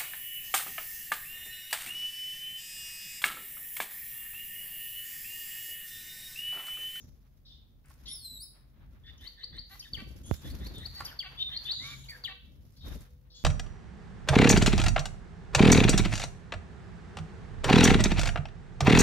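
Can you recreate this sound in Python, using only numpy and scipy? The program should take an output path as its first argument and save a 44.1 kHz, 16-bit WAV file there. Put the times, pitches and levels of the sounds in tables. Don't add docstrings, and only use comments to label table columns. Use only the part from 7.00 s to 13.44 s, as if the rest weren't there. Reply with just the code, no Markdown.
import sys
import numpy as np
from scipy import signal
from scipy.fft import rfft, irfft, next_fast_len
from scipy.io import wavfile
from scipy.ndimage import uniform_filter1d, map_coordinates

SR = 44100
rng = np.random.default_rng(int(sys.argv[2]) if len(sys.argv) > 2 else 0)


def dump(signal):
    limited = np.clip(np.atleast_2d(signal).T, -1, 1)
    pcm = np.round(limited * 32767).astype(np.int16)
    wavfile.write(sys.argv[1], SR, pcm)


def boost_factor(decibels):
    exponent = np.asarray(decibels, float) / 20
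    return 10 ** exponent


N = 284004
TIME = np.arange(N) / SR


def unit(x):
    return x / np.sqrt(np.mean(np.abs(x) ** 2) + 1e-20)


def along(points, hz):
    f, v = np.transpose(points)
    return np.interp(np.log(hz + 1), np.log(f + 1), v)


def wobble(rate, size=N):
    place = np.arange(size) * abs(rate) / SR
    points = rng.standard_normal(int(size * abs(rate) / SR) + 4)
    return map_coordinates(points, [place], order=1)


def rush(spectrum, excite):
    # pitch in Hz, likeness from 0 to 1.
    alike = [(60, .68), (290, .62), (640, .34), (1400, .08), (6000, .02)]
    m = next_fast_len(N + 8192)
    hz = np.fft.rfftfreq(m, 1 / SR)
    spread = np.arccos(np.clip(along(alike, hz), -1, 1)) / 2
    noise = rfft(excite * rng.standard_normal((2, N)), m)
    pair = noise * boost_factor(along(spectrum, hz)) * [np.cos(spread), np.sin(spread)]
    mid, side = irfft(pair, m)[:, :N]
    return unit(np.array([mid + side, mid - side]))


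def add(out, start_s, sound, pan_db, room_db, lag=4, size=140):
    # pitch in Hz, time to fall by 60 dB in seconds.
    room = [(500, 0.12), (3500, 0.56), (6000, 0.36), (12000, 0.41)]
    hz, t = np.fft.rfftfreq(256, 1 / SR), np.arange(size) * 128 / SR
    z = rng.standard_normal((2, len(hz), 2 * len(t))).view(complex)
    fade = boost_factor(-60 * t / along(room, hz)[:, None])
    tail = signal.istft(z * fade, SR, nperseg=256)[1]
    tail = boost_factor(room_db) * tail / np.linalg.norm(tail[0])
    answer = np.pad(tail, ((0, 0), (330, 0)))
    answer[0, 0] += boost_factor(pan_db / 2)
    answer[1, lag] += boost_factor(-pan_db / 2)
    for ch in (0, 1):
        answer[ch, rng.integers(20, 330, size=3)] += boost_factor(-16) * rng.standard_normal(3)
    heard = signal.fftconvolve(sound[None], answer, axes=1)
    part = out[:, max(round(start_s * SR), 0):][:, :heard.shape[1]]
    part += heard[:, :part.shape[1]]


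def whistle(rows, hoarse, width_hz, overtone_db):
    s, hz, db = np.transpose(sorted(map(tuple, rows)))
    t = np.arange(s[0], s[-1], 1 / SR)
    pitch = np.interp(t, s, hz) * (1 + 0.002 * wobble(150, size=len(t)))
    phase = 2 * np.pi * np.cumsum(pitch) / SR
    overtones = [(1, 0), (2, overtone_db),
                 (3, min(1.4 * overtone_db - 8.0, -11)), (4, min(overtone_db + 2.0, -19))]
    tone = np.zeros(len(t), complex)
    for k, level_db in overtones:
        if k * min(hz) >= SR / 3:
            continue
        noisy = np.clip(hoarse * k, 0, 1)
        rate = 2 * np.sqrt(k) * width_hz
        breath = wobble(rate, size=len(t)) + 1j * wobble(rate, size=len(t))
        shake = np.sqrt(1 - noisy) + np.sqrt(noisy) * breath
        tone += boost_factor(level_db) * shake * np.exp(1j * k * phase)
    edge = np.clip(np.minimum(t - s[0], s[-1] - t) / 0.0014, 0, 1)
    return np.sqrt(2) * boost_factor(np.interp(t, s, db)) * edge * tone.real


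def rising_whistles(out):
    # time from the accent in seconds, pitch in Hz, level in dB.
    rise = [(-.075, 3350, -40), (-.06, 3450, -22), (-.03, 3620, -19), (-.011, 3780, -15), (-.005, 4000, -6),
            (0, 4330, -1), (.004, 4560, 0), (.0075, 4700, -5), (.009, 4720, -30)]
    # time from the accent in seconds, pitch in Hz, level in dB.
    under = [(-.085, 1756, -52.5), (-.06, 1827, -9), (-.03, 1900, -5.5), (-.008, 2050, -8.5),
             (.002, 2010, -12)]
    # accent in seconds, level in dB, lead-in in dB, second voice in dB,
    # left-right balance in dB.
    rises = [
        (2.274, -42, 1, -15, 9),
        (2.44, -38.5, -6, -16.5, 8.5),
        (2.589, -38, -6.5, -16.5, 6),
        (3.508, -52, -5, -5.5, 5),
        (3.666, -44, 4, -12, 1.5),
        (3.859, -36.5, -7, -18, 9),
        (4.569, -33.5, -20.5, -19.5, 5.5),
        (4.716, -28, 8.5, -26, 4.5),
    ]
    for s, db, lead_db, under_db, pan_db in rises:
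        rows = [(t, hz, level + lead_db * (hz < 4000)) for t, hz, level in rise]
        add(out, s + rise[0][0], boost_factor(db) * whistle(rows, .14, 300, -36), pan_db, -4)
        second = whistle(under, 1.0, 250.4, 0.89)
        add(out, s + under[0][0], boost_factor(db + under_db) * second, -2.5, -3)


def falling_chirps(out):
    # time from the accent in seconds, pitch in Hz, level in dB.
    fall = [(-.001, 4600, -25), (.001, 4620, -2), (.006, 4580, 0), (.0072, 4200, -16), (.0085, 3550, -8),
            (.024, 2950, -6), (.031, 2620, -23), (.044, 1860, -14), (.054, 1750, -24)]
    # accent in seconds, level in dB, glide in dB, left-right balance in dB.
    falls = [
        (2.933, -31, -4.5, 2),
        (4.19, -28.5, -5.5, 0),
        (5.238, -36, 4.5, 2.5),
    ]
    accent, glide = fall[:4], fall[3:]
    for s, db, glide_db, pan_db in falls:
        add(out, s + accent[0][0], boost_factor(db) * whistle(accent, 0.14, 400, -42), pan_db, -7)
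        glide_sound = boost_factor(db + glide_db) * whistle(glide, 0.2, 300, -16)
        add(out, s + glide[0][0], glide_sound, pan_db + 10, -7)


def throat_buzzes(out):
    # start and end in seconds, first and last pitch in Hz, level in dB.
    buzzes = [
        (2.979, 3.026, 371.6, 389.8, -46),
        (4.237, 4.286, 377.7, 377, -45.5),
        (5.281, 5.338, 386, 380.3, -45.5),
    ]
    # pitch in Hz, level in dB.
    throat = [(400, -85), (750, -4.5), (1200, -3.5), (2000, -1.5), (2600, 7), (3200, 0), (4500, -6.5),
              (6000, -77)]
    # start and end in seconds, first and last pitch in Hz, level in dB.
    churrs = [
        (2.696, 2.764, 345, 415, -54),
        (3.954, 4.03, 350, 413, -54),
    ]
    # pitch in Hz, level in dB.
    churr_throat = [(400, -60), (800, -5), (1500, -7), (2050, 4), (2500, -5), (3800, -9), (4520, 3),
                    (5300, -40)]
    # start and end in seconds, first and last pitch in Hz, level in dB.
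    grumbles = [
        (4.811, 4.959, 209.6, 237.5, -51),
    ]
    # pitch in Hz, level in dB.
    grumble_throat = [(700, -46), (1100, -4), (1500, 0), (1900, -3.5), (2600, -11.5), (3200, -4),
                      (4500, -1.5), (6000, -60)]
    for rows, colour in (buzzes, throat), (churrs, churr_throat), (grumbles, grumble_throat):
        for t0, t1, hz0, hz1, db in rows:
            u = np.linspace(0, 1, round((t1 - t0) * SR))
            pitch = (hz0 + (hz1 - hz0) * np.sqrt(u)) * (1 + .022 * wobble(200, size=len(u)))
            phase = 2 * np.pi * np.cumsum(pitch) / SR
            stack = np.zeros(len(u))
            for k in range(2, 22):
                stack += boost_factor(along(colour, k * hz1) + rng.normal(0, 1.5)) * np.sin(k * phase)
            swell = np.sin(np.pi * u) ** .8 * (1 + .3 * wobble(500, size=len(u)))
            add(out, t0, boost_factor(db) * unit(stack) * swell, 2.5, -4)


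def song():
    out = np.zeros((2, N))
    rising_whistles(out)
    falling_chirps(out)
    throat_buzzes(out)
    return out


def note(length, hz0, hz1, db, shape):
    place, lead_db, fade_db, arch = shape
    silent_db = 15
    opened, closing = min(0.0034, length / 4), length - min(0.0026, length / 4)
    loudest = opened + np.clip(place, .01, .99) * (closing - opened)
    turns = [0, opened, loudest, closing, length]
    drops_db = [lead_db + silent_db, lead_db, 0, fade_db, fade_db + silent_db]
    t = np.linspace(0, length, num=40)
    hz = (hz0 + (hz1 - hz0) * t / length) * (1 + arch * np.sin(np.pi * t / length))
    return np.c_[t, hz, db - np.interp(t, turns, drops_db)]


def long_whistles(out):
    # time in seconds, pitch in Hz, level in dB.
    arch = [(4.792, 1960, -62), (4.805, 1990, -53.5), (4.839, 2180, -48.5), (4.875, 2300, -49.5),
            (4.897, 2320, -59), (4.915, 2336, -52.5), (4.94, 2280, -48.5), (4.957, 2130, -58.5)]
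    # time in seconds, pitch in Hz, level in dB.
    long = [(1.078, 5280, -60), (1.116, 5500, -49), (1.145, 5330, -50), (1.2, 4470, -59), (1.27, 4050, -50),
            (1.34, 3950, -51), (1.386, 3820, -55), (1.436, 5240, -50), (1.458, 5150, -66)]
    add(out, arch[0][0], whistle(arch, .08, 200, -20), -5, -8)
    hen = whistle(long, .12, 170, 0)
    hen = hen * boost_factor(3 * wobble(70, size=len(hen)))
    add(out, long[0][0], hen, 2.5, -3, lag=0)


def calls():
    # start in seconds, length in seconds, first pitch in Hz,
    # last pitch in Hz, level in dB.
    far = [
        (0, 0.015, 3590, 3530, -72),
        (.45, 0.055, 3820, 3540, -64),
        (.492, 0.061, 3570, 3440, -61),
        (2.178, 0.092, 3110, 2830, -69),
        (5.806, 0.076, 3750, 3500, -59),
    ]
    swells = [(1.062, 0.069, 3135, 3726, -46), (3.43, 0.063, 3385, 3486, -56),
              (3.74, 0.057, 3655, 3520, -49), (3.8, 0.036, 3620, 3730, -50),
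              (3.94, 0.076, 4390, 4616, -46.5), (4.385, 0.048, 3000, 3106, -46.5),
              (2.245, 0.031, 2970, 3240, -58), (2.405, .045, 2970, 3190, -61),
              (2.555, 0.042, 2940, 3230, -61.5), (4.66, 0.048, 2920, 3134, -47),
              (4.515, 0.038, 3070, 3260, -46.5)]
    clear = [
        (4.456, 0.042, 3660, 3565, -37),
        (4.51, 0.043, 3580, 3630, -42.5),
        (6.338, 0.096, 3356, 3440, -58),
        (5.241, .011, 4450, 3550, -41),
    ]
    low = [
        (1.056, 0.082, 2035, 2130, -67.5),
        (2.848, 0.026, 1955, 1600, -59.5),
        (4.108, 0.026, 1910, 1350, -55),
        (5.084, 0.046, 2255, 2080, -51),
        (5.112, .055, 1895, 1604, -51.5),
        (5.084, 0.035, 4540, 4510, -45.5),
    ]
    rasps = [
        (2.792, 0.016, 6700, 4650, -43),
        (4.047, 0.014, 6700, 4700, -38.5),
        (5.037, .009, 4650, 3500, -51),
    ]
    hisses = [(0, 0.046, 6070, 5880, -63), (.452, 0.13, 4440, 4540, -65), (.84, 0.17, 1780, 1394, -72.5),
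              (1.056, 0.074, 4190, 4560, -51), (1.056, .07, 5980, 6000, -60.5),
              (2.06, .05, 4600, 4750, -67), (2.176, .02, 5700, 5700, -66), (5.76, 0.154, 4450, 4560, -67),
              (4.385, 0.046, 4500, 4660, -58.5), (4.82, .13, 5070, 5260, -56),
              (6.3, 0.096, 4450, 4560, -62.5), (6.345, 0.11, 4200, 4410, -60),
              (6.345, 0.11, 6500, 6560, -62.5)]
    bright = [
        (3.235, 0.14, 3240, 3697, -63.5),
        (4.72, 0.34, 3360, 3453, -65.5),
        (2.705, 0.046, 11800, 11630, -63.5),
        (2.71, .04, 13000, 13050, -66),
        (3.256, 0.019, 9700, 10150, -57),
        (4.047, 0.0077, 12600, 12800, -50),
    ]
    growing = [
        (4.372, 0.061, 3442, 3685, -26.5),
        (4.53, 0.049, 4020, 4330, -35),
    ]
    rounded = [
        (2.035, .078, 3380, 3600, -53.5),
        (2.04, 0.069, 1800, 1880, -59.5),
        (2.065, .048, 2700, 3000, -62.5),
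    ]
    steps = [
        (2.803, .014, 4700, 4450, -46),
        (4.057, .012, 4680, 4550, -40),
        (2.815, .035, 3150, 3000, -55),
        (2.842, .05, 3650, 3600, -57),
        (4.068, 0.04, 3210, 3000, -51),
        (5.048, .02, 3050, 3000, -60),
    ]
    trails = [
        (4.735, 0.083, 4090, 3835, -43),
        (4.8, .12, 3850, 3590, -48),
        (5.262, 0.04, 3800, 3780, -47),
    ]
    # hoarseness 0-1, hoarse width Hz, overtone dB, left-right dB, room dB
    far_voice, clear_voice = (.35, 600, -30, .6, 4), (.05, 500, -45, .6, -10)
    swell_voice, round_voice = (.3, 500, -30, 2, -7), (.35, 400, -30, 2, -6)
    low_voice, rasp_voice = (.4, 240, -27, 1, -8), (.45, 500, -16, 3, -10)
    hiss_voice, bright_voice = (1.0, 1100, -40, 4, -2), (.3, 600, 3, 1.6, 1)
    trail_voice = (.7, 220, -45, .6, -6)
    # place of the loudest moment 0-1, start under it dB, end under it dB, pitch arch (share of pitch)
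    far_shape, swell_shape = (0.21, 0.34, 12, 0.0118), (0.33, 7.7, 0.35, 0.0062)
    clear_shape, low_shape = (0.3, 1.5, 2.2, 0.0059), (0.27, 3, 2.5, .01)
    rasp_shape, round_shape = (.8, 6, 1, -.04), (0.67, 12, 2.8, 0.0046)
    growing_shape = (0.98, 21, 1.3, 0.0099)
    kinds = [(far, far_voice, far_shape), (swells, swell_voice, swell_shape),
             (clear, clear_voice, clear_shape), (low, low_voice, low_shape),
             (rasps, rasp_voice, rasp_shape), (hisses, hiss_voice, far_shape),
             (bright, bright_voice, low_shape), (growing, clear_voice, growing_shape),
             (rounded, round_voice, round_shape), (steps, rasp_voice, low_shape),
             (trails, trail_voice, clear_shape)]
    out = np.zeros((2, N))
    long_whistles(out)
    for table, voice, shape in kinds:
        hoarse, width_hz, overtone_db, pan_db, room_db = voice
        for s, *call in table:
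            sound = whistle(note(*call, shape), hoarse, width_hz, overtone_db)
            add(out, s, sound, pan_db, room_db)
    return out


def birds():
    # pitch in Hz, level in dB.
    bill = [(2150, 0), (2500, -8), (2900, 0), (4720, 0), (5000, -11), (10500, -6)]
    # pitch in Hz, level in dB.
    shadow = [(6800, 0), (8200, -8), (10000, 2), (11500, 3), (13500, 0)]
    # pitch in Hz, turn in radians.
    turn = [(3850, 0), (4250, 1.8)]
    hz = np.fft.rfftfreq(N, 1 / SR)
    port_turn = np.exp(1j * np.outer([0, 1], along(turn, hz)))
    singer = rfft(song()) * boost_factor(along(bill, hz)) * port_turn
    callers = rfft(calls()) * boost_factor(along(shadow, hz))
    return irfft(singer + callers, N)


def bouts():
    # start in seconds, length in seconds, draught on the ports in dB,
    # feathers fanning in dB, feathers brushing the cage in dB.
    flights = [(0, 0.084, -56.5, -82.5, -86), (0.887, 0.025, -65, -76.5, -101),
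               (1.016, 0.084, -58, -79, -76.5), (1.09, 0.41, -77, -87, -81.5),
               (1.315, 0.022, -57, -88, -100), (2.212, 0.0092, -55.5, -75, -81),
               (1.52, 0.11, -64.5, -107, -79), (1.743, 0.36, -60.5, -108, -77),
               (2.143, 0.33, -72.5, -89, -80), (2.528, 0.039, -53, -91, -72.5),
               (2.717, 0.15, -68.5, -70.5, -74), (2.935, 0.29, -49.5, -73, -73.5),
               (3.271, 0.072, -48, -67.5, -69), (3.326, 0.1, -67.5, -74, -87),
               (3.453, 0.093, -45, -65.5, -62.5), (3.614, 0.17, -46, -69, -64),
               (3.863, 0.21, -57.5, -69.5, -66), (4.002, 0.1, -68.5, -72.5, -58.5),
               (4.233, 0.49, -59, -77, -64), (4.66, 0.034, -79, -68, -83), (4.81, 0.18, -55.5, -75, -70.5),
               (4.877, 0.075, -76, -67, -86), (5.098, 0.033, -76, -68, -89), (5.098, 0.21, -62, -83, -67.5),
               (5.445, 0.24, -57.5, -84, -94), (5.736, 0.059, -67, -82.5, -125),
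               (5.861, 0.089, -45, -67, -64), (6.405, .1, -63.5, -71.5, -88)]
    rest_db = (-65, -94, -87.5)
    take_off, settle = 342, 110
    t = TIME[::32]
    power = boost_factor(2 * np.array(rest_db))[:, None] * np.ones(len(t))
    for s, length, *db in flights:
        away_db = take_off * np.maximum(s - t, 0) + settle * np.maximum(t - s - length, 0)
        power = power + boost_factor(2 * np.array(db))[:, None] * boost_factor(-2 * away_db)
    return [np.interp(TIME, t, 10 * np.log10(p)) for p in power]


def wings():
    # pitch in Hz, level in dB per Hz.
    push_colour = [(13, -46), (30, -5.5), (62, 4), (124, -8), (170, -12), (260, -16), (340, -30),
                   (570, -120)]
    # pitch in Hz, level in dB per Hz.
    flap_colour = [(82, -51.5), (140, -6), (317, -9), (472, -17.5), (569, -16.5), (900, -35), (1170, -78.5),
                   (1980, -120)]
    # pitch in Hz, level in dB per Hz.
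    feather_colour = [(3240, 3), (5500, 6.5), (6490, 3.5), (7430, -2), (8110, -12), (11200, 5.5),
                      (14000, 3), (15700, -11)]
    # pitch in Hz, level in dB per Hz.
    rustle_colour = [(350, -3.5), (887, 0.5), (1660, 0), (3010, -8), (3630, -6), (7000, -33), (9100, -42),
                     (15400, -120)]
    push_db, feather_db, rustle_db = bouts()
    flap_db = 1.42 * (push_db + 48.5) - 58.0
    beats = np.cumsum(23 * (1 + 0.2636 * wobble(12))) / SR
    stroke = np.cos(2 * np.pi * beats)
    crack = np.exp(-5 * (beats % 1))
    near = np.clip((flap_db + 76.5) / 12, 0, 1)
    beat = near * stroke
    push = rush(push_colour, boost_factor(2.5 * beat + 2.5 * wobble(14)))
    push = boost_factor(push_db + 4.0) * push * boost_factor([[1.4], [-1.4]])
    flap = rush(flap_colour, boost_factor(4.7 * beat + 1.8 * wobble(45)))
    flap = boost_factor(flap_db + 1.5) * flap * boost_factor([[-1.2], [1.2]])
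    fan_db = 6 * near * (crack - .3) * np.abs(1 + wobble(12))
    flutter_db = 2 * wobble(7) + 3 * wobble(45) + 3 * wobble(400)
    feather = rush(feather_colour, boost_factor(fan_db + flutter_db))
    feather = boost_factor(feather_db + 9.5) * feather * boost_factor([[-.8], [.8]])
    rustle = boost_factor(rustle_db + 4.0) * rush(rustle_colour, boost_factor(1.4 * beat + 3.8 * wobble(30)))
    return push + flap + feather + rustle


def slaps():
    s, snap_db, swing_db, pan_db = 3.3125, -9, -14.5, -22
    late = np.maximum(TIME - s, 0)
    snap = -np.exp(-np.abs(TIME - s) / .00035)
    swing_turns = 72 * late + .22 * (1 - np.exp(-late / .004))
    swing = np.sin(2 * np.pi * swing_turns) * boost_factor(-60 * late / .095)
    return boost_factor([[pan_db], [0]]) * (boost_factor(snap_db) * snap + boost_factor(swing_db) * swing)


def cage():
    # time in seconds, level in dB, share of dull perch sound in dB.
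    ticks = [(0.858, -54, 0), (0.883, -54, 0), (0.896, -57.5, -5), (0.9012, -57, 13), (0.939, -54, -13),
             (2.241, -60, 13.5), (2.277, -58, -12), (2.444, -55, -12), (2.935, -54, -12), (4.192, -52, -12),
             (2.3967, -65.5, -7), (2.567, -56.5, 8.5), (2.704, -62.5, -12.5), (2.7545, -57, -3),
             (2.7945, -57.5, -9), (2.9482, -53.5, -15), (3.3657, -49, -9), (3.515, -50, -8),
             (3.597, -52, -8), (4.203, -55, -12), (3.0033, -52, -9), (3.0941, -55.5, -9.5),
             (3.1415, -62, -9), (3.1886, -55, -6), (3.234, -52, -7), (3.4712, -47.5, -8.5),
             (3.4987, -44, 2.5), (3.6478, -54.5, -9), (3.6757, -52, -5), (3.781, -41.5, -4),
             (3.784, -45.5, -3), (3.882, -50, -5.5), (3.9556, -60.5, -12), (3.9801, -48.5, -0.5),
             (4.004, -41.5, -3), (4.026, -54, -10), (4.7189, -44, -11), (5.0965, -42, -13),
             (5.104, -41.5, -10), (5.2357, -60, -6), (5.7231, -62, -5), (5.8852, -58, -5),
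             (5.9525, -47, -2), (6.0074, -46.5, -15), (6.3991, -59, -7)]
    # time in seconds, level in dB, left-right balance in dB.
    knocks = [
        (.905, -48, -1),
        (4.0055, -26.5, -2.5),
        (4.018, -38, -3),
        (2.753, -49, 0),
        (5.238, -46, 2),
        (5.863, -52.5, 3),
        (2.268, -58, 0),
        (2.435, -58, 0),
        (2.575, -57, 0),
    ]
    # pitch in Hz, level in dB, time to fall by 60 dB in seconds.
    perch = [(850, -5, .03), (1100, 0, .032), (1380, -3, .045), (1800, -3, .02), (2050, -13, .04)]
    out, t = np.zeros((2, N)), np.arange(SR // 8) / SR
    for s, db, perch_db in ticks:
        scratch = rng.standard_normal(len(t)) * boost_factor(-60 * t / 0.028)
        dull = unit(np.diff(uniform_filter1d(scratch, 12), prepend=0)) * np.std(scratch)
        sharp = scratch - uniform_filter1d(scratch, size=8)
        add(out, s, boost_factor(db - 6.0) * (sharp + boost_factor(perch_db - 7) * dull), 0, -6, lag=1, size=70)
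    for s, db, pan_db in knocks:
        ring = np.zeros(len(t))
        for hz, level_db, t60 in perch:
            ring += boost_factor(level_db + rng.normal(0, 1.5) - 60 * t / t60) * np.sin(2 * np.pi * hz * t)
        thud = unit(uniform_filter1d(rng.standard_normal(len(t)), size=9))
        ring += .8 * thud * boost_factor(-60 * t / .012)
        ring *= 1 + 0.3 * wobble(660, size=len(t))
        add(out, s, boost_factor(db - 3) * ring * (1 - np.exp(-t / 0.001)), pan_db, -10, lag=1, size=70)
    return out


def drone():
    # time in seconds, level in dB.
    loudness = [(0, -70), (4.75, -63.5), (4.9, -51), (5.05, -49), (5.12, -64.5), (6.44, -65)]
    # pitch in Hz, level in dB per Hz.
    colour = [(100, -60), (124, -14), (134, 0), (146, -14), (180, -60)]
    return boost_factor(np.interp(TIME, *np.transpose(loudness))) * rush(colour, 1)


def whine():
    # start in seconds, end in seconds, level in dB.
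    whines = [
        (2.232, 2.66, -79),
        (5.013, 5.457, -78.5),
        (6.002, 6.44, -78.5),
    ]
    on = np.zeros(N)
    for a, b, db in whines:
        on += boost_factor(db) * np.clip(np.minimum(TIME - a, b - TIME) / 0.035, 0, 1)
    phase = 2 * np.pi * np.cumsum(493 * (1 + .012 * wobble(30))) / SR
    return np.sqrt(2) * on * boost_factor(3.8 * wobble(20)) * np.sin(phase + np.array([[0], [-.3]]))


def hum():
    phase = 2 * np.pi * np.cumsum(46 * (1 + 0.059 * wobble(8.6))) / SR
    return np.sqrt(2) * boost_factor(-61 + 1.0 * wobble(5.4)) * np.sin(phase + np.array([[0], [.6]]))


def hush():
    # pitch in Hz, level in dB per Hz.
    hush_colour = [(120, -13.5), (230, -4.5), (339, -10), (516, -13.5), (1820, -28.5), (4600, -29.5),
                   (8090, -39), (15600, -22.5)]
    return boost_factor(-73) * rush(hush_colour, 1)


def scene():
    return birds() + wings() + slaps() + cage() + drone() + whine() + hum() + hush()


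def low_pass(x):
    return signal.sosfilt(signal.butter(12, 15750, fs=SR, output="sos"), x)


def record(dry):
    lowest_hz, highest_hz = 38, 15750
    low_cut = signal.butter(5, lowest_hz, "high", fs=SR, output="sos")
    hz = np.fft.rfftfreq(N, 1 / SR)
    spectrum = rfft(signal.sosfilt(low_cut, dry))
    mix = irfft(spectrum * (hz < highest_hz), N)
    return low_pass(mix)


dry = scene()
out = record(dry)
dump(out)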